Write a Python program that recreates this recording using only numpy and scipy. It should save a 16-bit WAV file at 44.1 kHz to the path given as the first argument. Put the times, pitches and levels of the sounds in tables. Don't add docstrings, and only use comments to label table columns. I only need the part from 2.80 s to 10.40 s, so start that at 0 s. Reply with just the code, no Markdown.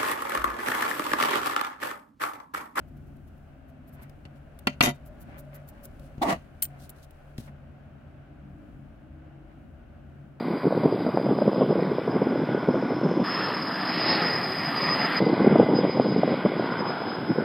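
import sys
import numpy as np
from scipy import signal
from scipy.fft import rfft, irfft, next_fast_len
from scipy.io import wavfile
from scipy.ndimage import uniform_filter1d, map_coordinates

SR = 44100
rng = np.random.default_rng(int(sys.argv[2]) if len(sys.argv) > 2 else 0)


def wav_record(signal):
    frames = np.transpose(np.atleast_2d(signal))
    bounded = np.clip(frames, -1, 1)
    quanta = np.round(bounded * 32767).astype(np.int16)
    wavfile.write(sys.argv[1], SR, quanta)


N = 335160
TIME = np.arange(N) / SR
AGE = TIME[:SR // 4]

# start_s, knock_db, board_db, steel_db
TABLE_BLOWS = [(1.452, -45, -54, -79), (1.8704, -17.5, -26.5, -54), (2.0071, -11, -23, -48.5),
               (2.0252, -27, -30.5, -24), (2.034, -17.5, -27, -23), (2.0421, -25, -34, -28.5),
               (2.0473, -27, -38, -27), (2.0523, -24, -32, -29), (2.059, -23, -29, -28),
               (2.07, -25.5, -29.5, -35.5), (2.0782, -28, -30.5, -43.5), (2.0865, -32, -33.5, -38.5),
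               (2.091, -35, -39.5, -41.5), (2.1, -36, -38, -47), (2.108, -41, -47, -51.5)]
# freq_hz, correlation
NEAR_LIKENESS = [(100, 1), (250, 0.9), (550, 0.48), (1200, -0.5), (4000, -0.092), (10000, 0.0018)]


def nail_scrapes():
    scrapes = [(0.087, .014, -72, -76), (.174, 0.011, -71.5, -79), (.279, 0.015, -72.5, -82),
               (0.368, .008, -68.5, -79), (0.482, 0.013, -67.5, -80), (.579, 0.011, -76, -77),
               (0.894, .022, -73, -77), (1.087, 0.019, -69, -64), (1.142, 0.025, -67, -63),
               (1.23, 0.017, -56.5, -59)]
    rasp_spectrum = [(1500, -6), (4000, -4), (7500, -6), (9100, -3.5), (10300, -5), (12400, 3), (13800, -5),
                     (16000, -6)]
    blade_spectrum = [(8000, -33.5), (9100, -15), (10200, -34.5), (11500, -10.5), (12300, -21), (13000, 0),
                      (13800, -24.5), (16000, -34)]
    rasp = strokes([(s, length, db) for s, length, db, _ in scrapes], rasp_spectrum, grain_db=3, edge=5)
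    blade_strokes = [(s, length, db) for s, length, _, db in scrapes]
    return rasp + strokes(blade_strokes, blade_spectrum, grain_db=1, edge=9)


def table_blows(buzz_db=-2.5):
    board_modes = [(146, -7.5, 0.25), (215, 0, .12), (249, 3.5, 0.097), (360.6, -7, 0.095),
                   (588.3, -4.5, .14), (708.6, 2, 0.082), (956, -11, 0.14), (1100, -16, .06),
                   (1389, -4.5, .075), (1990, 0, .075), (2354, -9.5, 0.09), (2720, -10.5, 0.079),
                   (3080, -11, 0.098), (4490, -13.5, .09)]
    tip_modes = [(1427, -4, .03), (1960, -2, 0.027), (2400, -0.5, 0.046), (2730, -1, .055), (3180, -4, .03),
                 (4307, -5, 0.034)]
    tip_rebounds = [(1.8707, -21), (1.8764, -26.5), (2.0085, -15), (2.0123, -19.5)]  # start_s, level_db
    knock_spectrum = [(40, -30), (100, -5.5), (180, 1.5), (280, 0), (450, 0), (900, 0.5), (1400, 2.5),
                      (1650, -7), (2000, 0.5), (2900, -1), (3700, -9), (4700, -10), (5700, -17.5),
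                      (12000, -29), (15000, -49)]
    buzz_spectrum = [(2500, -26), (4500, -6), (6300, 3.5), (7500, -4.5), (10000, -8), (13000, -10.5),
                     (14500, -42)]
    rings, knock_power, buzz_power = np.zeros((2, N)), np.zeros(N), np.zeros(N)
    for s, knock_db, board_db, steel_db in TABLE_BLOWS:
        add(knock_power, s, (amp(knock_db) * contact(hold_s=.003, t60_s=.036, attack_s=.0004)) ** 2)
        touch = amp(steel_db + buzz_db) * contact(hold_s=.002, t60_s=.04, attack_s=.0005)
        add(buzz_power, s, touch ** 2)
        add(rings, s, amp(board_db) * ring(board_modes, blur_hz=40.07))
    for s, db in tip_rebounds:
        add(rings, s, amp(db) * ring(tip_modes, blur_hz=40))
    knock = np.sqrt(knock_power) * noise(knock_spectrum)
    steel = pusher_ring(blur_hz=18)
    buzz = np.sqrt(buzz_power) * friction(buzz_spectrum, grain_db=2)
    return rings + steel + knock + buzz


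def pusher_ring(blur_hz):
    modes = [(3720, -5.5, .11), (5930, -15, .1), (6175, -13, .11), (7084, -14, .1), (9260, -17.5, 0.083),
             (11260, -1, 0.055), (12230, -11.5, .065), (12860, -3, 0.041), (14700, -18, .02)]
    out = np.zeros((2, N))
    channel_phase = np.array([[0], [np.pi / 2]])
    for hz, db, t60_s in modes:
        energy = np.zeros(N)
        for s, _, _, steel_db in TABLE_BLOWS:
            add(energy, s, (amp(db + steel_db) * contact(hold_s=0, t60_s=t60_s, attack_s=.0008)) ** 2)
        walk = np.cumsum(uniform_filter1d(rng.standard_normal(N), size=64))
        drift = walk * np.sqrt(2 * np.pi * blur_hz / SR)
        out += np.sqrt(energy) * np.sin(2 * np.pi * hz * TIME + drift + channel_phase)
    return out


def nipper_drag(start_s=3.418, end_s=3.531, slip_hz=(300.9, 155.3), jitter=.3, roughness=1.5):
    table_modes = [(162.3, 46, -13.5, -0.5), (290.5, 43, 5, 4), (536, 100, -8, -2), (690, 60, 2.5, 4.5),
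                   (810, 45, 4, -6.5), (912, 35, 2.5, -4.5), (1137, 110, -7, -5), (1930, 150, -26, -9.5)]
    catches = [(3.43, 0.012, -35.5), (3.501, 0.016, -33), (3.53, 0.011, -40)]  # centre_s, length_s, level_db
    grit_spectrum = [(500, -26.5), (1300, 2.5), (2000, 0), (3200, -8), (6500, -14), (9000, -15),
                     (15500, -22.5)]
    pull_db, grit_db, catch_drive_db = -25.5, -47, 2
    pull = held(start_s, end_s, attack_s=.0145, release_s=.1)
    catch = pull * sum(amp(db) * swell(s, length, edge=3.8) for s, length, db in catches)
    rate_hz = np.interp(TIME, [start_s, end_s], slip_hz)
    cycles = np.cumsum(rate_hz * np.exp(jitter * wobble(250))) / SR
    slips = unit(np.diff(np.floor(cycles), prepend=0) * amp(2.8 * wobble(200)))
    force = slips + roughness * noise([(200, -3.5), (700, 1.5)])
    travel = np.interp(TIME, [start_s, end_s], [0, 1])
    first = resonate(force, [(hz, width, db) for hz, width, db, _ in table_modes])
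    last = resonate(force, [(hz, width, db) for hz, width, _, db in table_modes])
    tabletop = ((1 - travel) * first + travel * last) * amp([[-.9], [.9]])
    after_slip = np.exp(-.7 * (cycles % 1))
    grit = unit(friction(grit_spectrum, grain_db=-.5) * after_slip)
    slide = held(start_s, end_s, attack_s=.0092, release_s=.17)
    drive = amp(pull_db) * pull + amp(catch_drive_db) * catch
    return drive * tabletop + (amp(grit_db) * slide + catch) * grit


def steel_clicks(mute_after_s=.012, mute_t60_s=.042):
    clicks = [(1.295, -57, -57.5, -84), (1.7895, -45.5, -53.5, -72), (1.8702, -37.5, -30, -54),
              (2.007, -31, -26.5, -52.5), (3.195, -57, -59.5, -78), (3.38, -73, -58, -85),
              (3.8213, -26, -37, -36), (3.8239, -15.5, -37.5, -37.5), (3.8293, -29.5, -48.5, -28),
              (3.843, -29, -59.5, -39), (3.8516, -34, -42, -43.5), (4.0935, -39, -51.5, -57),
              (4.1, -41, -59, -67), (4.3071, -54.5, -61, -72), (4.58, -51, -42, -61)]
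    nipper_modes = [(1520, -21, .06), (1900, -22, .07), (3080, -14, 0.09), (4330, -16, 0.049),
                    (7370, -4, .058), (8640, 1, 0.065), (10400, -11.5, 0.054), (11300, -7.5, .049),
                    (12060, -5, .06), (14300, 2, .11), (14690, -5, .07), (15450, 1.5, .07)]
    tick_spectrum = [(600, -53.5), (1500, -13.5), (3200, -14.5), (6200, -14), (8500, -3), (12500, 2),
                     (14500, -1.5), (16500, 0)]
    snap_spectrum = [(950, -28), (1500, -0.5), (3000, 1), (5200, -3), (8000, -11), (16000, -20)]  # freq_hz, level_db
    rings, tick_power, snap_power = np.zeros((2, N)), np.zeros(N), np.zeros(N)
    touch = contact(hold_s=.0017, t60_s=.023, attack_s=.0005)
    muting = fade(np.maximum(AGE - mute_after_s, 0), mute_t60_s)
    for s, tick_db, snap_db, ring_db in clicks:
        add(tick_power, s, (amp(tick_db) * touch) ** 2)
        add(snap_power, s, (amp(snap_db) * touch) ** 2)
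        add(rings, s, amp(ring_db) * muting * ring(nipper_modes, blur_hz=44.65))
    ticks = np.sqrt(tick_power) * noise(tick_spectrum)
    snaps = np.sqrt(snap_power) * noise(snap_spectrum)
    return rings + ticks + snaps


def steel_skids(bite_s=3.429, bite_length_s=.016, bite_db=-38):
    skids = [(1.9, 0.012, -44.5), (1.93, 0.028, -56), (3.505, 0.043, -37)]  # centre_s, length_s, level_db
    skid_spectrum = [(1000, -15), (1600, -11), (1950, 0), (2250, -3.5), (2800, 2), (3500, -17),
                     (4250, -8.5), (5700, -22.5), (6350, -11), (7200, -25), (12000, -32)]
    jaw_spectrum = [(2600, -21.5), (3350, -6), (3550, 4), (3780, -11), (4000, -2), (4400, -8), (5100, -18),
                    (7000, -27), (14000, -18)]
    tips = strokes(skids, skid_spectrum, grain_db=2, edge=4.7)
    return tips + strokes([(bite_s, bite_length_s, bite_db)], jaw_spectrum, grain_db=2, edge=10)


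def hand_bumps(low_hz=141.6, high_hz=226, t60_s=.046):
    bumps = [(1.222, -41), (1.456, -37.5), (1.986, -42.5), (3.381, -30), (3.4, -38), (3.561, -36),
             (4.585, -26), (4.602, -34.5)]
    out = np.zeros(N)
    modes = np.sin(2 * np.pi * low_hz * AGE) + .73 * np.sin(2 * np.pi * high_hz * AGE)
    for s, db in bumps:
        add(out, s, -amp(db) * modes * fade(AGE, t60_s))
    return out


def finger_flicks(flick_s=.022, snag_s=.0033, ridge_db=4):
    flicks = [(2.271, -59.5), (2.418, -55.5), (2.594, -53.5), (2.756, -54), (2.89, -56.5), (3.048, -50.5)]  # centre_s, level_db
    snags = [(2.889, -49), (3.055, -44)]  # centre_s, level_db
    skin_spectrum = [(2000, -20.5), (5000, -16), (9000, -13), (10800, -9.5), (12100, -2.5), (13500, -6.5),
                     (15200, -6), (16500, -19.5)]
    ridges = unit(amp(ridge_db * wobble(1800)))
    wiping = strokes([(s, flick_s, db) for s, db in flicks], skin_spectrum, grain_db=0, edge=6.9)
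    snagging = strokes([(s, snag_s, db) for s, db in snags], skin_spectrum, grain_db=-.5, edge=5)
    return ridges * wiping + snagging


def handling(start_s=1.85, end_s=4.5, rustle_db=-79, arms_db=-58):
    handle_rubs = [(1.57, 0.023, -72), (2.155, 0.022, -66.5), (3.25, 0.058, -68), (4.032, 0.06, -58.5),
                   (4.183, 0.043, -66.5), (4.239, 0.021, -57.5), (4.599, 0.024, -54), (4.65, 0.057, -62.5)]
    palm_brushes = [(1.215, 0.073, -56.5), (2.54, 0.092, -54), (2.76, 0.0592, -56), (2.97, 0.078, -61.5),
                    (3.95, 0.095, -61.5), (4.685, .019, -53.5), (6.71, .04, -64)]
    grip_spectrum = [(1200, -8.5), (4000, 0), (7000, -4.5), (10000, -2.5), (15500, -8)]  # freq_hz, level_db
    palm_spectrum = [(200, -4.5), (600, 17), (2100, 12), (4000, -6), (12000, -36)]  # freq_hz, level_db
    arm_spectrum = [(20, -5), (35, 0.5), (55, 2), (110, -13.5), (250, -48.5)]  # freq_hz, level_db
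    rubs = strokes(handle_rubs, grip_spectrum, grain_db=2, edge=6.5)
    brushes = strokes(palm_brushes, palm_spectrum, grain_db=3, edge=5.5)
    busy = held(start_s, end_s, attack_s=1.6, release_s=1.1)
    rustle = busy * amp(rustle_db + 2.2 * wobble(18)) * friction(grip_spectrum, grain_db=3)
    leaning = held(0, end_s, attack_s=1, release_s=1)
    arms = leaning * amp(arms_db + 2.9 * wobble(4.1)) * noise(arm_spectrum)
    return rubs + brushes + rustle + arms


def room_tail(x):
    decay = [(150, 0.45), (700, 0.15), (2500, 0.29), (6000, 0.2), (14000, 0.11)]  # freq_hz, t60_s
    hz, t, bins = signal.stft(rng.standard_normal((2, SR // 2)), SR, nperseg=256)
    tail = signal.istft(bins * fade(t, along(decay, hz)[:, None]), SR, nperseg=256)[1]
    tail = np.pad(tail / np.linalg.norm(tail[0]), ((0, 0), (SR // 100, 0)))
    return signal.fftconvolve(x, tail, axes=1)[:, :N]


def background(rumble_db=-51):
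    rumble_spectrum = [(16, -41.5), (24, -22), (40, -1), (58, 3), (105, -4), (180, -6.5), (240, -2.5),
                       (310, -9), (420, -20.5), (600, -53.5)]
    air_spectrum = [(250, -26), (400, -7.5), (480, -10), (560, -1), (700, -2), (950, -14.5), (1200, -13),
                    (1500, -9.5), (1850, -18), (2900, -21.5), (3500, -30.5), (5000, -38), (9000, -50),
                    (16000, -61)]
    air_contour = [(0.0, -62.5), (0.72, -61.5), (2.52, -58), (4.76, -59.5), (7.6, -61)]  # time_s, relative_db
    likeness = [(100, 0.81), (300, 0.75), (700, 0.28), (1500, 0.31), (4000, 0.069)]  # freq_hz, left_right_correlation
    hum_bands = [(78.7, -57, 11), (141.7, -53, 12)]  # pitch_hz, level_db, width_hz
    far_tones = [(.92, 0.26, 251.1, -0.5, -55.5), (5.682, 0.3498, 296.4, 0, -57), (5.69, .2, 192, 0, -55.5),
                 (6.399, .5, 314.2, 35, -56)]
    hollow_swells = [(2.29, .12, 620, -57), (2.682, .27, 595, -55), (3.032, .09, 590, -56),
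                     (3.249, .18, 575, -57), (3.94, .11, 700, -57.5)]
    rumble = amp(rumble_db + 1.8 * wobble(4.7)) * noise(rumble_spectrum, likeness)
    air_db = np.interp(TIME, *np.transpose(air_contour)) + 1.51
    air = amp(air_db + .63 * wobble(13)) * noise(air_spectrum, likeness)
    hum = sum(amp(db) * noise_band(hz, width) for hz, db, width in hum_bands)
    far = sum(amp(db) * swell(s, length, edge=3) * noise_band(hz + glide * (TIME - s), width_hz=35)
              for s, length, hz, glide, db in far_tones)
    hollow = sum(amp(db) * swell(s, length, edge=5) * noise_band(hz, width_hz=100)
                 for s, length, hz, db in hollow_swells)
    return rumble + air + hum + far + hollow


def ring(modes, blur_hz):
    hz, db, t60_s = np.transpose(modes)[:, :, None]
    gain = amp(db + 1.5 * rng.standard_normal((2, len(hz), 1)))
    phase = rng.uniform(-np.pi, np.pi, gain.shape) * np.minimum(hz / 900, 1) ** 2
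    width_hz = blur_hz * np.minimum(hz / 5000, 1)
    walk = np.cumsum(rng.standard_normal((len(hz), len(AGE))), axis=1)
    drift = uniform_filter1d(walk * np.sqrt(2 * np.pi * width_hz / SR), size=64, axis=1)
    partials = gain * fade(AGE, t60_s) * np.sin(2 * np.pi * hz * AGE + phase + drift)
    return partials.sum(axis=0 + 1) * (1 - np.exp(-AGE / .00068))


def resonate(x, peaks):
    def response(f):
        return sum((-1) ** k * amp(db) * 1j * f * width_hz / (hz * hz - f * f + 1j * f * width_hz)
                   for k, (hz, width_hz, db) in enumerate(peaks))
    return unit(filtered(x, response))


def strokes(rows, spectrum, grain_db, edge):
    envelope = sum(amp(db) * swell(s, length_s, edge) for s, length_s, db in rows)
    return envelope * friction(spectrum, grain_db)


def friction(spectrum, grain_db):
    return stereo(rng.standard_normal((2, N)) * amp(grain_db * wobble(550)), spectrum, NEAR_LIKENESS)


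def noise(spectrum, likeness=NEAR_LIKENESS):
    return stereo(rng.standard_normal((2, N)), spectrum, likeness)


def stereo(pair, spectrum, likeness):
    def response(hz):
        angle = np.arccos(np.clip(along(likeness, hz), -1, 1)) / 2
        return amp(along(spectrum, hz)) * [np.cos(angle), np.sin(angle)]
    mid, side = filtered(pair, response)
    return unit(np.array([mid + side, mid - side]))


def noise_band(hz, width_hz):
    phase = 2 * np.pi * np.cumsum(hz * np.ones(N)) / SR
    return wobble(width_hz) * np.sin(phase) + wobble(width_hz) * np.cos(phase)


def contact(hold_s, t60_s, attack_s):
    return fade(np.maximum(AGE - hold_s, 0), t60_s) * (1 - np.exp(-AGE / attack_s))


def swell(centre_s, length_s, edge):
    return 1 / np.sqrt(1 + np.abs(2 * (TIME - centre_s) / length_s) ** edge)


def held(start_s, end_s, attack_s, release_s):
    return fade(np.maximum(start_s - TIME, 0), attack_s) * fade(np.maximum(TIME - end_s, 0), release_s)


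def fade(t, t60_s):
    return np.exp(-np.log(1000) * t / t60_s)


def wobble(rate_hz):
    knots = np.random.default_rng(rng.integers(2 ** 31)).standard_normal(int(N * rate_hz / SR) + 4)
    return map_coordinates(knots, [TIME * rate_hz])


def filtered(x, response):
    size = x.shape[-1]
    padded = next_fast_len(size + 8192)
    return irfft(rfft(x, padded) * response(np.fft.rfftfreq(padded, 1 / SR)), padded)[..., :size]


def along(points, hz):
    knots_hz, values = np.transpose(points)
    return np.interp(np.log(hz + 1), np.log(knots_hz + 1), values)


def add(track, start_s, sound):
    part = track[..., round(start_s * SR):][..., :sound.shape[-1]]
    part += sound[..., :part.shape[-1]]


def amp(db):
    return 10 ** (np.asarray(db) / 20)


def unit(x):
    return x / np.sqrt(np.mean(x ** 2) + 1e-20)


def scene():
    balance = [(150, 1.5), (350, 2), (750, 0), (1200, -1.5), (2200, 3.5), (6000, 1), (10000, 3.5),
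               (14000, -1)]
    tools = table_blows() + hand_bumps() + nipper_drag() + steel_clicks() * amp([[.4], [-.4]])
    near = tools + steel_skids() + nail_scrapes() + finger_flicks() + handling()
    near = filtered(near, lambda hz: amp(np.outer([1, -1], along(balance, hz)) / 2))
    return near + amp(-29.5) * room_tail(near) + background() * amp([[.8], [-.8]])


def record(dry):
    cutoff_hz = 16100
    return filtered(dry, lambda hz: 1 / np.sqrt(1 + (hz / cutoff_hz) ** 160))


dry = scene()
out = record(dry)
wav_record(out)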